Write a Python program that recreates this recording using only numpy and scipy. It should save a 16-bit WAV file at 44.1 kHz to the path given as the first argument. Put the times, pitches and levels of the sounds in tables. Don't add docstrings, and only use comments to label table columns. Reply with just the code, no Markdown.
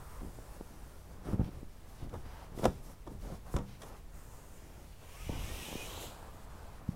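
import sys
import numpy as np
from scipy import signal
from scipy.fft import rfft, irfft, next_fast_len
from scipy.io import wavfile
from scipy.ndimage import uniform_filter1d, map_coordinates

SR = 44100
rng = np.random.default_rng(int(sys.argv[2]) if len(sys.argv) > 2 else 0)


def unload_audio(sound):
    columns = np.transpose(np.atleast_2d(sound))
    steps = np.round(np.clip(columns, -1, 1) * 32767)
    wavfile.write(sys.argv[1], SR, steps.astype(np.int16))


def rack_gain(trim_db):
    fader = np.asarray(trim_db, float)
    return 10 ** (fader / 20)


N = 306709

# (time [s], speed [dB], load on the quilting [dB], flatness [0-1])
PALM_SWEEP = [
    (4.85, -88, -95, 0),
    (5.0, -68.5, -76, 0),
    (5.22, -58, -81, 0),
    (5.45, -54.5, -84, 0.45),
    (5.65, -52, -71, .46),
    (5.8, -52.5, -62, 0.46),
    (6.07, -55, -64, 1),
    (6.17, -67, -74, 0.5),
    (6.3, -89, -90, .3),
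]
# (frequency [Hz], level [dB per Hz])
KNOCK_COLOUR = [(150, -35), (400, 19.5), (800, 12.5), (1300, 8), (1900, -35), (4000, -71)]


def unit(x):
    return x / np.sqrt(np.mean(x ** 2) + 1e-20)


def along(points, hz):
    f, v = np.transpose(points)
    return np.interp(np.log(hz + 1), np.log(f + 1), v)


def curves(rows):
    times, *columns = np.transpose(rows)
    return [np.interp(np.arange(N) / SR, times, column) for column in columns]


def wobble(rate):
    knots = rng.standard_normal(int(N * rate / SR) + 4)
    return map_coordinates(knots, [np.arange(N) * rate / SR])


def filtered(x, response):
    m = next_fast_len(N + SR // 2)
    return irfft(rfft(x, m) * response(np.fft.rfftfreq(m, 1 / SR)), m)[..., :N]


def coloured(x, spectrum):
    return unit(filtered(x, lambda hz: rack_gain(along(spectrum, hz))))


def friction(rate, spread_db, smooth):
    strength = rng.standard_normal(N) * rack_gain(spread_db * rng.exponential(size=N))
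    slips = (rng.random(N) < rate / SR) * strength
    return np.sqrt(1 - smooth) * unit(slips) + np.sqrt(smooth) * rng.standard_normal(N)


def patchy(x, depth_db, count):
    z = signal.stft(x, nperseg=1024)[2]
    field = uniform_filter1d(rng.standard_normal(z.shape), count, 0)
    field = uniform_filter1d(field, 10, 1)
    return signal.istft(z * rack_gain(depth_db * unit(field)), nperseg=1024)[1][:N]


def gestures(rows, rise_db_s, fall_db_s):
    start, hold, db = np.transpose(rows)[:, :, None]
    t = np.arange(0, N, 32) / SR
    lost_db = rise_db_s * np.maximum(start - t, 0) + fall_db_s * np.maximum(t - start - hold, 0)
    lost_db = lost_db / (1 + hold / 0.57)
    power = (rack_gain(db - np.minimum(lost_db, 150)) ** 2).sum(axis=0)
    return np.interp(np.arange(N) / SR, t, 10 * np.log10(power))


def still_air():
    # (frequency [Hz], level [dB per Hz])
    air_colour = [(59, -41), (100, -3), (219, -5.5), (891, -13.5), (2520, -23), (4200, -26), (9020, -27.5),
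                  (14400, -29.5), (16000, -31)]
    return rack_gain(-61) * coloured(rng.standard_normal(N), air_colour)


def room(x):
    # (frequency [Hz], time to fall 60 dB [s])
    fading = [(100, 0.56), (1000, 0.1), (10000, 0.48)]
    hz, t, z = signal.stft(rng.standard_normal(SR // 2), SR, nperseg=256)
    fade = rack_gain(-60 * t / along(fading, hz)[:, None])
    tail = signal.istft(z * fade, SR, nperseg=256)[1]
    delayed = np.pad(x, (200, 0))
    return signal.fftconvolve(delayed, tail / np.linalg.norm(tail))[:N]


def frame():
    # (frequency [Hz], level [dB], time to fall 60 dB [s])
    frame_modes = [(125.3, 2.5, 0.73), (197.7, -1.5, 0.54), (244, -12.5, 0.13), (296, -10, 0.49),
                   (491, -1.5, 0.26), (918, -3, 0.16)]
    # (time [s], level [dB])
    jolts = [
        (1.40, -52),
        (2.661, -46.5),
        (3.068, -51.5),
        (3.567, -43),
        (3.588, -44.5),
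        (5.295, -47.5),
    ]
    out, t = np.zeros(N + SR), np.arange(SR // 2) / SR
    for s, db in jolts:
        hum = np.zeros(len(t))
        for hz, level, t60 in frame_modes:
            loudness = rack_gain(level + rng.normal(0, 1.7) - 60 * t / t60)
            hum += loudness * np.sin(2 * np.pi * hz * t) * (1 - np.exp(-t * hz / 3))
        out[round(s * SR):][:len(t)] += rack_gain(db) * hum
    return out[:N]


def handling():
    # (start [s], hold [s], force [dB], slip on the sheet [dB])
    moves = [(0, 0.21, -61.5, 4), (0.215, 0.09, -53.5, -7.5), (0.348, 0.26, -61.5, 1.5),
             (0.673, .3, -60.5, -3), (1.07, 0.18, -59, -4.5), (1.27, 0.04, -42.5, -9.5),
             (1.326, 0.015, -41, -11.5), (1.405, 0.0053, -39.5, -12), (1.455, 0.14, -53, -11),
             (1.847, 0.14, -65, -0.5), (2.027, 0.032, -46.5, -13), (2.14, 0.019, -42.5, -10),
             (2.252, .21, -59.5, 3), (2.526, .06, -51, -10.5), (2.648, .015, -32, -11.5),
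             (2.738, 0.14, -59.5, -6.5), (2.895, 0.023, -56.5, -2.5), (3.081, 0.073, -52.5, -15),
             (3.243, .1, -46.5, -10.5), (3.468, .05, -57.5, 0.5), (3.563, 0.023, -42, -7),
             (3.69, 0.039, -62.5, -1.5), (3.823, 0.13, -56.5, -1.5), (4.146, 0.33, -63.5, -0.5),
             (4.537, 0.31, -59.5, -6), (5.017, 0.28, -67.5, 5), (5.31, 0.23, -50, -5),
             (5.575, 0.49, -51.5, -2), (6.116, 0.17, -62.5, 7), (6.357, 1, -59.5, 0.5)]
    # (start [s], hold [s], level [dB])
    leans = [
        (0, 0.52, -50.5),
        (2.1, 0.26, -49),
        (3.19, 0.05, -46.5),
        (3.54, 0.027, -43.5),
        (5.27, 0.17, -41),
        (6.8, .15, -55.5),
    ]
    # (frequency [Hz], level [dB per Hz])
    heave_colour = [(8.8, 3), (15, -6), (38, 4.5), (64, -3.5), (80, -1), (108, -10.5), (200, -19),
                    (260, -74), (440, -120)]
    crease_colour = [(60, -22), (120, 3.5), (200, 0), (400, -4.5), (700, -12), (1500, -28), (3000, -120)]
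    rub_colour = [(200, -46), (450, -1), (800, -0.5), (1200, -3.5), (1750, -10.5), (2250, -17.5),
                  (6000, -37), (16000, -120)]
    rise_db_s, fall_db_s = 437, 311
    crease_db = gestures([move[:-1] for move in moves], rise_db_s, fall_db_s)
    rubs = [(s, hold, db + slip_db) for s, hold, db, slip_db in moves]
    rub_db = gestures(rubs, rise_db_s, fall_db_s)
    lean_db = gestures(leans, rise_db_s=207, fall_db_s=102)

    swell = np.sqrt(rack_gain(-51) ** 2 + rack_gain(-16 + 0.7 * crease_db) ** 2 + rack_gain(lean_db) ** 2)
    heave = swell * coloured(rng.standard_normal(N), heave_colour)
    lumps = coloured(friction(250, 1.5, smooth=0.5), crease_colour)
    crease = rack_gain(crease_db - 1 + 1.5 * wobble(30)) * lumps
    swish = patchy(friction(2500, 1.2, smooth=0.8), depth_db=1.7, count=5)
    return heave + crease + rack_gain(rub_db) * coloured(swish, rub_colour)


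def palm():
    # (start [s], end [s], from [Hz], to [Hz], level [dB])
    whistles = [(5.04, 5.3, 850, 1480, -64), (5.28, 5.42, 1440, 1560, -64), (5.43, 5.54, 1740, 1900, -59),
                (5.52, 5.7, 1940, 1880, -63), (5.33, 5.52, 2130, 2190, -63), (5.27, 5.52, 2880, 2990, -59),
                (5.62, 5.72, 3060, 2960, -58), (5.73, 5.92, 2860, 2980, -59), (5.74, 5.86, 2480, 2490, -54),
                (5.6, 5.68, 3700, 3740, -61), (6.08, 6.2, 800, 880, -65), (6.2, 6.36, 1500, 1000, -65)]
    _, load_db, _ = curves(PALM_SWEEP)
    bump_colour = KNOCK_COLOUR[:3] + [(1300, -12), (2500, -120)]
    out = rack_gain(load_db) * coloured(friction(70, 1.4, smooth=0.037), bump_colour)
    for start, end, from_hz, to_hz, db in whistles:
        at = slice(round(start * SR), round(end * SR))
        u = np.linspace(0, 1, at.stop - at.start)
        pitch = from_hz + (to_hz - from_hz) * u + 24 * wobble(60)[at]
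        swell = rack_gain(db + 1) * (1 + 0.7 * wobble(40)[at]) * np.sin(np.pi * u)
        out[at] += swell * np.sin(2 * np.pi * np.cumsum(pitch) / SR)
    return out


def sliding():
    # (start [s], hold [s], level [dB], skin drag over it [dB])
    rustles = [(0, 0.56, -64, -8), (0.557, 0.36, -66.5, -4), (0.943, 0.2, -69, -3),
               (1.256, 0.079, -64, 2.5), (1.437, 0.045, -70, 7.5), (1.52, 0.092, -71.5, 1.5),
               (1.7, 0.14, -75, 4), (1.89, 0.077, -67, -0.5), (1.988, 0.053, -68.5, 7),
               (2.134, .08, -70, 2), (2.26, 0.19, -68, 5.5), (2.57, 0.057, -60.5, 0),
               (2.641, 0.02, -54, -1), (2.706, 0.082, -69, 4), (2.842, 0.085, -62.5, -7),
               (3.08, .02, -83, 6), (3.11, 0.027, -68, -8), (3.22, 0.14, -63.5, 1),
               (3.468, 0.065, -66.5, -4), (3.53, 0.023, -58.5, -6), (3.684, 0.073, -70, 8.5),
               (3.812, 0.079, -62.5, -4), (3.88, 0.1, -69.5, 3), (4.156, .42, -65, -7),
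               (4.576, 0.36, -68.5, 1.5), (6.014, 0.033, -51, -9), (6.19, .25, -66.5, -2),
               (6.5, 0.28, -70, 2), (6.884, 0.042, -67, -1)]
    # (time [s], delay [ms])
    mirror_delay = [
        (0, .21),
        (3.8, .2),
        (4.15, .142),
        (4.75, .135),
        (5.2, .36),
        (5.5, .345),
        (5.85, .32),
        (6.08, .26),
        (6.95, .2),
    ]
    # (frequency [Hz], level [dB per Hz])
    hiss_colour = [(600, -120), (1500, -1), (2500, -2.5), (4000, -5), (7000, 5.5), (10000, 3), (13000, 1.5),
                   (16000, -3)]
    skin_colour = [(900, -120), (1500, -4), (1900, 0.5), (2400, 4), (2900, 2.5), (3600, -2.5), (6000, -5),
                   (12000, -58)]
    rise_db_s, fall_db_s = 480, 450
    speed_db, _, flat = curves(PALM_SWEEP)
    rustle_db = gestures([rustle[:-1] for rustle in rustles], rise_db_s, fall_db_s)
    drags = [(s, hold, db + skin_db) for s, hold, db, skin_db in rustles]
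    drag_db = gestures(drags, rise_db_s, fall_db_s)

    fibres = patchy(friction(9000, 1.3, smooth=0.85), depth_db=1.3, count=16)
    hiss = rack_gain(0.6 * wobble(20)) * coloured(fibres, hiss_colour)
    hiss = np.hypot(rack_gain(rustle_db), rack_gain(speed_db)) * hiss

    cupped = coloured(patchy(rng.standard_normal(N), depth_db=2.0, count=2), skin_colour)
    higher_colour = np.array(skin_colour) * [1.3, 1]
    spread = coloured(patchy(rng.standard_normal(N), depth_db=2.0, count=2), higher_colour)
    drag = np.hypot(rack_gain(drag_db), rack_gain(speed_db + 3.5))
    skin = rack_gain(-2.5) * drag * (np.sqrt(1 - flat) * cupped + np.sqrt(flat) * spread)

    direct, mirror_share = hiss + skin, 0.3
    late = np.arange(N) - curves(mirror_delay)[0] * SR / 1000
    mirrored = map_coordinates(uniform_filter1d(direct, size=3), [late])
    return (direct + mirror_share * mirrored) / np.sqrt(1 + mirror_share ** 2)


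def snaps():
    # (time [s], peak [dB], knock over it [dB], time to fall 60 dB [s])
    snap_events = [(1.4446, -42, -3, 0.023), (2.094, -42, -15, .026), (2.138, -45, 11, .035),
                   (2.586, -39, -1, 0.068), (2.6327, -42, 10, 0.028), (2.6406, -25, -3, 0.032),
                   (2.6535, -15.5, 6, 0.023), (3.066, -44, -2, 0.025), (3.0742, -42, 6, 0.023),
                   (3.5406, -40.5, 11, 0.021), (3.564, -24, -2, 0.024), (3.586, -34, 2, 0.017),
                   (3.8176, -35, -13, .05), (3.832, -41, 0, .05), (6.027, -35.5, -2, 0.033)]
    # (frequency [Hz], level [dB per Hz])
    crack_colour = [(900, -12), (1700, -3), (2200, -3), (2700, -11), (3400, -0.5), (4300, -15), (5500, -8),
                    (9500, -13.5), (16000, -31)]
    bright, dull, t = np.zeros(N + SR), np.zeros(N + SR), np.arange(SR // 4) / SR
    for s, db, knock_db, t60 in snap_events:
        burst = rack_gain(db - 11 - 60 * t / t60) * (1 - np.exp(-t / 0.00082))
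        knock_t60 = 1.87 * t60
        knock = rack_gain(db + knock_db - 7 - 60 * t / knock_t60) * (1 - np.exp(-t / 0.00027))
        bright[round(s * SR):][:len(t)] += burst
        dull[round(s * SR):][:len(t)] += knock
    crack = bright[:N] * coloured(rng.standard_normal(N), crack_colour)
    return crack + dull[:N] * coloured(rng.standard_normal(N), KNOCK_COLOUR)


def pushes():
    # (time [s], peak [dB], pitch [Hz], rebound relative to it [dB])
    thuds = [(1.2886, -27, 324, -20), (1.334, -22, 227, -17), (1.344, -23, 220, -8), (1.3964, -17, 200, -6),
             (1.407, -28, 123, -4), (1.4141, -21, 205, -10), (1.439, -30, 170, -12),
             (2.0292, -34.5, 140, -4), (2.578, -31.5, 330, -17), (2.5966, -26, 467, -13),
             (2.6341, -24.5, 440, -2.5), (2.643, -30, 610, -8), (2.652, -36, 500, -18),
             (2.6562, -11, 597, -15), (2.6643, -21, 310, -12), (2.6802, -25.5, 139, -1),
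             (3.0727, -38, 625, -8), (3.082, -36, 240, -10), (3.3199, -46, 200, -15),
             (3.5438, -30, 290, 5.5), (3.5493, -32, 200, 10), (3.564, -31.5, 270, -3),
             (5.2948, -26.5, 460, 0)]
    # (time [s], peak [dB], pitch [Hz])
    taps = [(0.22, -37, 220), (0.2329, -35.5, 277), (.249, -35.5, 283), (0.3881, -36.5, 477),
            (0.611, -30.5, 388), (1.491, -35, 308), (1.6312, -34, 268), (2.15, -47, 306), (2.164, -40, 252),
            (2.263, -39.5, 310), (3.8333, -50.5, 356), (4.779, -41, 144), (5.687, -35, 500),
            (5.7281, -31.5, 540), (5.7567, -28.5, 327), (5.9256, -41, 610), (5.978, -36, 630),
            (6.02, -38, 590), (6.0429, -36.5, 650), (6.2291, -41, 900)]
    # (time [s], peak [dB], pitch [Hz], edge [dB])
    footfall = (6.8917, -20, 179, -44)
    # (frequency [Hz], width [Hz], level [dB])
    slats = [(71.4, 6.3, -4), (165, 17, -8), (413, 20, -39), (500, 79, -28), (900, 95, 21)]
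    tap_edge_db, thud_edge_db = -13, -16
    contacts = [(s, db, hz, tap_edge_db, 1) for s, db, hz in taps]
    for s, db, hz, back_db in thuds:
        contacts.append((s, db, hz, thud_edge_db, 1))
        contacts.append((s + 0.0048, db + back_db, hz * 0.4, thud_edge_db, -1))
    contacts.append((*footfall, 1))

    before = SR // 20
    out, t = np.zeros(N + SR), np.arange(-before, before) / SR
    for s, db, hz, edge_db, way in contacts:
        lean = rng.uniform(-0.96, 1)
        turns = hz * t
        bell = np.exp(-np.abs(turns / np.where(t < 0, 0.38, 0.55)) ** 1.93)
        lobe = bell * np.cos(2 * np.pi * 0.78 * turns - 1.45 * lean)
        edge = (turns - 0.12) / 0.14
        push = lobe - rack_gain(edge_db + 5.5) * edge * np.exp(-edge ** 2)
        out[round(s * SR):][:len(t)] += rack_gain(db) * way * push
    out = out[before:][:N]

    def wood(f):
        ring = 0
        for k, (centre, width, db) in enumerate(slats):
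            ring = ring + (-1) ** k * rack_gain(db) * 1j * f * width / (centre ** 2 - f ** 2 + 1j * f * width)
        return ring

    return out + rack_gain(-19.5) * filtered(out, wood)


def scene():
    hits = pushes() + snaps()
    reverberation = rack_gain(-12.5) * room(hits)
    cloth = handling() + palm() + sliding()
    return (still_air() + reverberation + frame() + cloth + hits)[None]


def roll_off(x):
    return signal.sosfilt(signal.butter(12, 16300, fs=SR, output="sos"), x)


def record(dry):
    mix = filtered(dry, lambda hz: hz < 15830)
    return roll_off(mix)


dry = scene()
out = record(dry)
unload_audio(out)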